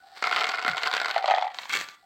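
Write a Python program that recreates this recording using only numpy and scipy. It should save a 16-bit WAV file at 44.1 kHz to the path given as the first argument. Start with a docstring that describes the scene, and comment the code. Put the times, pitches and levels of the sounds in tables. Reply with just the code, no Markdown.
"""A faint ting and a rustle: raw peanuts slide from a jar and clatter into a small steel bowl.
The jar knocks hollowly as it empties, a few stragglers click, then the bowlful is tipped into a
steel pan, which rings as the nuts settle. Each impact gives a broadband tick and excites the damped
modes of the thing struck; friction of the skins sets the air in the jar resonating.
All is heard from close by in a small kitchen."""
import sys
import numpy as np
from scipy import signal
from scipy.fft import rfft, irfft
from scipy.io import wavfile

SR = 44100
rng = np.random.default_rng(int(sys.argv[2]) if len(sys.argv) > 2 else 0)


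def bounce(signal):
    """Save signal as a 16-bit WAV file at the path given by the first command-line argument."""
    frames = np.transpose(np.atleast_2d(signal))
    limited = np.clip(frames, -1, 1)
    pcm = np.round(limited * 32767).astype(np.int16)
    wavfile.write(sys.argv[1], SR, pcm)


N = 90404

# nuts landing in the bowl: time_s, tick_db, clack_db
BOWL_HITS = [(0.2249, -25, -23), (0.2405, -26, -18.5), (0.251, -32, -46), (0.2565, -54, -24),
             (0.271, -26.5, -17.5), (0.3125, -27, -20), (0.326, -25, -17.5), (0.3359, -31, -28),
             (0.3502, -38, -34), (0.3621, -19.5, -28), (0.3655, -24.5, -22), (0.3735, -42, -25),
             (0.3831, -32, -22), (0.3902, -28.5, -38), (0.4053, -35, -29), (0.4099, -21.5, -23),
             (0.416, -30.5, -21), (0.4352, -32, -28), (0.4424, -22.5, -19.5), (0.468, -27, -23),
             (0.4906, -26.5, -37), (0.495, -31, -24), (0.5126, -34, -34), (0.5373, -40, -20.5),
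             (0.5463, -29.5, -24.5), (0.5747, -48, -25), (0.5838, -42, -22.5), (0.5932, -32.5, -27),
             (0.6153, -37, -32), (0.626, -28.5, -31), (0.6478, -30.5, -21.5), (0.6633, -33, -20),
             (0.6799, -23.5, -21), (0.6875, -35.5, -22), (0.7142, -34, -38), (0.7324, -67, -25),
             (0.7463, -39.5, -26), (0.7694, -27.5, -27.5), (0.7804, -25.5, -27), (0.8339, -25.5, -22.5),
             (0.8575, -31, -24.5), (0.866, -31, -25.5), (0.873, -19, -21), (0.9142, -26.5, -33),
             (0.9284, -32, -24.5), (0.938, -22, -22.5), (0.9498, -27, -50), (0.9605, -36, -32.5),
             (0.9669, -23, -32), (0.978, -30, -25.5), (1.0005, -26, -24), (1.0154, -22.5, -24),
             (1.0462, -26.5, -26), (1.0581, -25, -23.5), (1.0834, -27, -27.5), (1.094, -32, -31),
             (1.1021, -31.5, -25), (1.1109, -28, -32), (1.1438, -34.5, -30.5), (1.1795, -29.5, -29)]
TICK_T60_S, RING_WINDOW_S = .0065, .006


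def bowl():
    """Impact excitation: falling nuts sound the bowl's modes and bounce on each other."""
    modes = [(451, -19.5, 0.1), (729, -3, 0.041), (1048, -4.5, 0.04), (1402, -13.5, 0.22),
             (1492, -6, 0.038), (1960, -5.5, .018), (2102, 2.5, 0.027), (2187, -12.5, 0.11),
             (2440, -11, 0.045)]  # bowl resonances: pitch_hz, level_db, t60_s
    spectrum = [(80, -43.5), (200, -14), (400, -6.5), (900, 4), (2800, 1), (4500, 0), (5500, -10.5),
                (6600, -16.5), (7800, -16), (9300, -31), (11300, -35.5), (13000, -28.5), (16000, -40)]  # contact spectrum: frequency_hz, level_db
    levels = [(.14, -77), (.17, -49), (.225, -70), (.25, -41.5), (.42, -36), (.52, -40), (.62, -45.5),
              (.69, -39.5), (.76, -48), (.87, -33.5), (.9, -45), (.97, -41), (1.1, -54.5), (1.2, -46.5),
              (1.4, -54), (1.5, -84)]  # envelope of the lesser contacts: time_s, level_db
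    hits = clacks(gain_db=-6) + strikes(BOWL_HITS, modes, spectrum, tick_db=1.5, ring_db=-6.5)
    return hits + rattle(levels, modes, spectrum, per_s=260, scatter_db=3, tick_db=3.5, ring_db=0)


def clacks(gain_db):
    """Transient response: the bowl's wall clacks under each nut, higher in pitch as the bowl fills."""
    pitches = [(.22, 1334), (.6, 1410), (1.1, 1515)]  # rise of the clack: time_s, pitch_hz
    out = np.zeros(N)
    for at, _, db in BOWL_HITS:
        hz = curve(pitches, at) * (1 + .03 * rng.standard_normal())
        add(out, at, undb(db + gain_db) * swell(hz, peak_s=.0027))
    return out


def jar():
    """Cavity resonance: the last nuts knock hollowly in a jar too small to radiate bass."""
    knocks = [(1.1615, -28, -18.5, 713), (1.1692, -57, -20.5, 736), (1.2417, -34, -16.5, 718),
              (1.2586, -17, -68, 580), (1.2774, -29, -25, 694), (1.2805, -26, -20, 646),
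              (1.286, -33, -19.5, 743), (1.2994, -29.5, -19.5, 792), (1.3098, -25, -16, 750),
              (1.3172, -29.5, -18, 765), (1.3378, -40, -16.5, 738), (1.3485, -27, -46, 698),
              (1.3625, -31, -40, 720), (1.3745, -40, -21.5, 722), (1.3825, -35, -18.5, 780),
              (1.4121, -31, -45, 790), (1.4233, -31.5, -17.5, 783), (1.4425, -44, -29, 820),
              (1.4505, -56, -33, 720), (1.467, -53, -30, 830), (1.5451, -32.5, -65, 790),
              (1.5683, -49, -64, 770), (1.5867, -26.5, -35, 800), (1.6332, -36, -70, 800),
              (1.6555, -39, -57, 800), (1.6722, -52, -56, 800)]  # nuts striking the wall: time_s, tick_db, knock_db, cavity_hz
    modes = [(1, 1.5, 0.069), (.82, -11, 0.035), (1.68, -3, 0.042), (2.6, 8, 0.01), (2.76, 1.5, 0.023),
             (3.2, -1.5, 0.025), (4.4, -10, 0.025)]  # jar resonances: ratio_to_cavity_pitch, level_db, t60_s
    spectrum = [(80, -95), (300, -15), (900, 10), (2400, -2.5), (3300, 2.5), (4400, -1), (5500, -14),
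                (7800, -21.5), (9500, -42), (13000, -40.5), (16000, -45)]  # contact spectrum: frequency_hz, level_db
    levels = [(1.1, -51), (1.17, -38), (1.22, -52), (1.3, -44.5), (1.44, -39.5), (1.5, -49.5), (1.56, -57)]  # envelope of the tumbling: time_s, level_db
    hits = strikes(knocks, modes, spectrum, tick_db=.5, ring_db=-9)
    for at, _, db, hz in knocks:
        add(hits, at, undb(db) * swell(hz, peak_s=.0024))
    tumble = rattle(levels, modes, spectrum, per_s=300, scatter_db=4, tick_db=0, ring_db=1, pitch=720)
    return butterworth(hits + tumble + sliding(), 464, "high")


def pan():
    """Free vibration: the bowlful showers onto steel, whose lightly damped modes ring on."""
    hits = [(1.6948, -31.5, -32), (1.6998, -59, -25.5), (1.7052, -40, -26.5), (1.7293, -45, -30),
            (1.7372, -30, -18.5), (1.7485, -45, -60), (1.7518, -26, -31), (1.762, -55, -28),
            (1.7715, -28, -37), (1.7895, -34.5, -39), (1.8006, -35, -63.5), (1.8121, -30, -61),
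            (1.8873, -37.5, -63)]  # distinct impacts: time_s, tick_db, ring_db
    modes = [(800, -15, .03), (1186, -11, 0.59), (1123, -9, 0.046), (1410, -22, 0.91), (1520, 8.5, 0.028),
             (1600, -36, 0.14), (1719, -13, .2), (1978, -31.5, 1.5), (2190, 14.5, 0.02), (2350, 4, 0.037),
             (2647, -6, 0.17), (3260, -6, 0.19), (3444, -20.5, 0.6), (3600, -18, 0.099), (4040, -27, 0.6)]  # pan resonances: pitch_hz, level_db, t60_s
    spectrum = [(60, -18), (200, -7), (700, -6), (1500, 2.5), (3000, -3.5), (4300, 0), (5200, -7.5),
                (7800, -9.5), (9400, -24.5), (11300, -25.5), (12600, -20), (16000, -25)]  # contact spectrum: frequency_hz, level_db
    levels = [(1.54, -55), (1.62, -46.5), (1.685, -52), (1.705, -44), (1.725, -33.5), (1.742, -32.5),
              (1.765, -34.5), (1.785, -48), (1.82, -40), (1.86, -53.5), (1.9, -54.5), (1.95, -58.5),
              (1.97, -79)]  # envelope of the shower: time_s, level_db
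    shower = rattle(levels, modes, spectrum, per_s=1500, scatter_db=3.5, tick_db=2, ring_db=-.5)
    return strikes(hits, modes, spectrum, tick_db=1, ring_db=-3.5) + shower


def strikes(hits, modes, spectrum, tick_db, ring_db):
    """Superposition: each nut adds a tick and the ring of the thing it hits."""
    ticks, rings = np.zeros((2, N))
    tick_cap_db = -23.5
    for at, crack_db, body_db, *pitch in hits:
        add(ticks, at, undb(min(crack_db, tick_cap_db) + tick_db) * tick())
        add(rings, at, undb(body_db + ring_db) * ring(modes, *pitch))
    return colour(ticks, spectrum) + rings


def tick(size=1024):
    """A brief contact is broadband: a snap and burst, brighter for a hard landing, then a dull tail."""
    t = np.arange(size) / SR
    snap = undb(9) * (t == 0)
    burst = snap + rng.standard_normal(size) * fade(t, TICK_T60_S)
    dull = butterworth(burst, 6000, "low", order=1)
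    hardness = undb(3.5 * np.clip(rng.standard_normal(), -2, 1))
    tail = butterworth(rng.standard_normal(size), 6000, "low", order=1) * undb(-5.5) * fade(t, .03)
    return (dull + hardness * (burst - dull) + tail) / (2 * rms(dull, seconds=.003))


def ring(modes, pitch=1, size=11000):
    """Modal summation: where the nut lands sets the strength and sign of each decaying mode."""
    t = np.arange(size) / SR
    hz, db, t60 = np.array(modes, float).T[:, :, None]
    scatter, detune, side = rng.standard_normal((3, len(modes), 1))
    waves = np.sin(2 * np.pi * pitch * hz * (1 + .008 * detune) * t) * fade(t, t60)
    shares = np.sign(side) * undb(db + 3 * scatter)
    sound = (shares * waves).sum(0) * (1 - np.exp(-t / .0015))
    return sound / rms(sound, RING_WINDOW_S)


def swell(hz, peak_s, size=1500):
    """Damped oscillation of a wall pushed by a nut: a few cycles grow to a peak and die away."""
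    t = np.arange(size) / SR
    sound = np.sin(2 * np.pi * hz * t) * (t * np.exp(-t / peak_s)) ** 2
    return sound / rms(sound, RING_WINDOW_S)


def rattle(levels, modes, spectrum, per_s, scatter_db, tick_db, ring_db, pitch=1, size=16000):
    """Incoherent addition: a crowd of lesser contacts, each with its own share of every mode."""
    t = np.arange(N) / SR
    active = (t >= levels[0][0]) * (t <= levels[-1][0])
    hits = contacts(per_s, scatter_db) * undb(curve(levels, t)) * active
    responses = [damped_sine(t[:size], hz * pitch, db, t60) for hz, db, t60 in modes]
    rings = sum(signal.fftconvolve(hits * rng.standard_normal(N), mode)[:N] for mode in responses)
    rings /= np.linalg.norm(responses)
    # overlapping ticks add in power
    tick_power = fade(t[:size], TICK_T60_S) ** 2
    power = np.abs(signal.fftconvolve(hits ** 2, tick_power / tick_power.sum())[:N])
    ticks = colour(np.sqrt(power) * rng.standard_normal(N), spectrum)
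    return undb(ring_db) * rings + undb(tick_db) * ticks


def contacts(per_s, scatter_db):
    """A Poisson process: random impulses of uneven strength, rms 1."""
    occurs = rng.random(N) < per_s / SR
    impulses = occurs * undb(scatter_db * np.clip(rng.standard_normal(N), -2, 1.5))
    return impulses / rms(impulses)


def sliding(size=6000):
    """Friction noise: skins rub along the jar and drive its cavity into a hum."""
    rub_levels = [(0, -67), (.04, -63), (.09, -57), (.125, -59.5), (.155, -51), (.17, -48.5), (.22, -48),
                  (.3, -52), (1.6, -66), (2.04, -68)]  # envelope of the rubbing: time_s, level_db
    rub_spectrum = [(200, -3), (1000, -5), (1500, 3), (2500, -9), (3100, -6.5), (3500, -4), (4400, 0),
                    (5200, -8), (6800, -22), (8000, -13.5), (10000, -31), (15000, -26)]  # friction spectrum: frequency_hz, level_db
    hum_levels = [(0, -70), (.04, -52), (.1, -51.5), (.2, -54), (.4, -44.5), (1.12, -46.5), (1.2, -36),
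                  (1.45, -33.5), (1.52, -52.5), (1.6, -62.5), (1.96, -117.5), (2.035, -56)]  # envelope of the hum: time_s, level_db
    air_modes = [(733, -10, 0.046), (764.2, -1, 0.049), (1457, -20, 0.045)]  # cavity resonances: pitch_hz, level_db, t60_s
    t = np.arange(N) / SR
    grains = contacts(per_s=2500, scatter_db=2.8) * rng.standard_normal(N)
    rub = colour(grains, rub_spectrum) * undb(curve(rub_levels, t))
    build_up = 1 - fade(t[:size], .043)
    cavity = sum(damped_sine(t[:size], *mode) for mode in air_modes) * build_up
    hum = signal.fftconvolve(grains, cavity)[:N]
    return rub + hum / rms(hum) * undb(curve(hum_levels, t))


def bumps(size=12000):
    """Single damped modes: a faint ting, then dull thuds, from the things being handled."""
    handling = [(.002, 1484, -52.5, .22), (0.649, 266, -28, 0.028), (0.68, 240, -26.5, 0.034),
                (0.697, 169, -32.5, 0.16), (0.723, 126, -36.5, 0.11), (1.767, 131, -45.5, 0.29),
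                (1.789, 196.4, -46, .2)]  # soft blows: start_s, pitch_hz, level_db, t60_s
    out, t = np.zeros(N), np.arange(size) / SR
    attack = 1 - np.exp(-t / .00077)
    for at, hz, db, t60 in handling:
        add(out, at, damped_sine(t, hz, db, t60) * attack)
    return out


def kitchen(direct, level_db=-7, t60_s=.19, gap_s=.0088, size=22000):
    """Reverberation: short, dense reflections from counter and walls follow the direct sound."""
    spectrum = [(100, -14.5), (700, 0.5), (2000, -0.5), (5000, -9.5), (14000, 1.5)]  # spectrum of the reflections: frequency_hz, level_db
    t = np.arange(size) / SR
    tail = colour(rng.standard_normal(size), spectrum) * fade(t, t60_s) * (t > gap_s)
    return direct + undb(level_db) * signal.fftconvolve(direct, tail / np.linalg.norm(tail))[:N]


def room_noise():
    """Stationary noise: a faint rumble and hiss."""
    spectrum = [(25, 8), (60, 6), (150, 0.5), (350, -2.5), (1000, -30), (2000, -10), (5000, -31),
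                (8000, -12.5), (10000, -26.5), (16000, -20)]  # background spectrum: frequency_hz, level_db
    return undb(-68) * colour(rng.standard_normal(N), spectrum)


def undb(db):
    """Decibels to amplitude ratio."""
    return 10 ** (np.asarray(db) / 20)


def curve(rows, t):
    """Linear interpolation between the rows of a table."""
    return np.interp(t, *np.array(rows, float).T)


def rms(x, seconds=N / SR):
    """Root mean square over the opening seconds, by default the whole scene."""
    return np.sqrt(np.mean(x[:int(seconds * SR)] ** 2))


def fade(t, t60):
    """Exponential decay, 60 dB in t60 seconds."""
    return np.exp(-np.log(1000) * t / t60)


def damped_sine(t, hz, db, t60):
    """Impulse response of one mode."""
    return undb(db) * np.sin(2 * np.pi * hz * t) * fade(t, t60)


def colour(x, spectrum, size=2048):
    """Minimum-phase filter through (Hz, dB) points that keeps the power of white noise."""
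    hz, db = np.array(spectrum, float).T
    bins_hz = np.arange(size // 2 + 1) * SR / size
    gain = undb(np.interp(np.log(bins_hz + 1), np.log(hz), db))
    cepstrum = irfft(np.log(gain / np.sqrt(np.mean(gain ** 2))))
    # folding the cepstrum makes the filter causal
    cepstrum[1:size // 2] *= 2
    cepstrum[size // 2 + 1:] = 0
    return signal.fftconvolve(x, irfft(np.exp(rfft(cepstrum))))[:len(x)]


def butterworth(x, hz, kind, order=2):
    """Maximally flat low-pass or high-pass filter."""
    return signal.sosfilt(signal.butter(order, hz, kind, fs=SR, output="sos"), x)


def add(out, at, sound):
    """Mix a sound in at a time in seconds."""
    i = int(np.clip(at * SR, 0, N - 1))
    out[i:i + len(sound)] += sound[:N - i]


def scene():
    """Superposition of bowl, jar, pan and bumps in the kitchen, over its background noise."""
    return (kitchen(bowl() + jar() + pan() + bumps()) + room_noise())[None]


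def record(dry, low_cut_hz=285, ceiling=.4, top_hz=15950):
    """Band limiting and soft saturation: thin the bass, round the highest peaks, cut the top."""
    thin = butterworth(dry, low_cut_hz, "high", order=1)
    rounded = thin / (1 + (thin / ceiling) ** 6) ** (1 / 6)
    return signal.sosfilt(signal.ellip(10, .2, 80, top_hz, fs=SR, output="sos"), rounded)


dry = scene()
out = record(dry)
bounce(out)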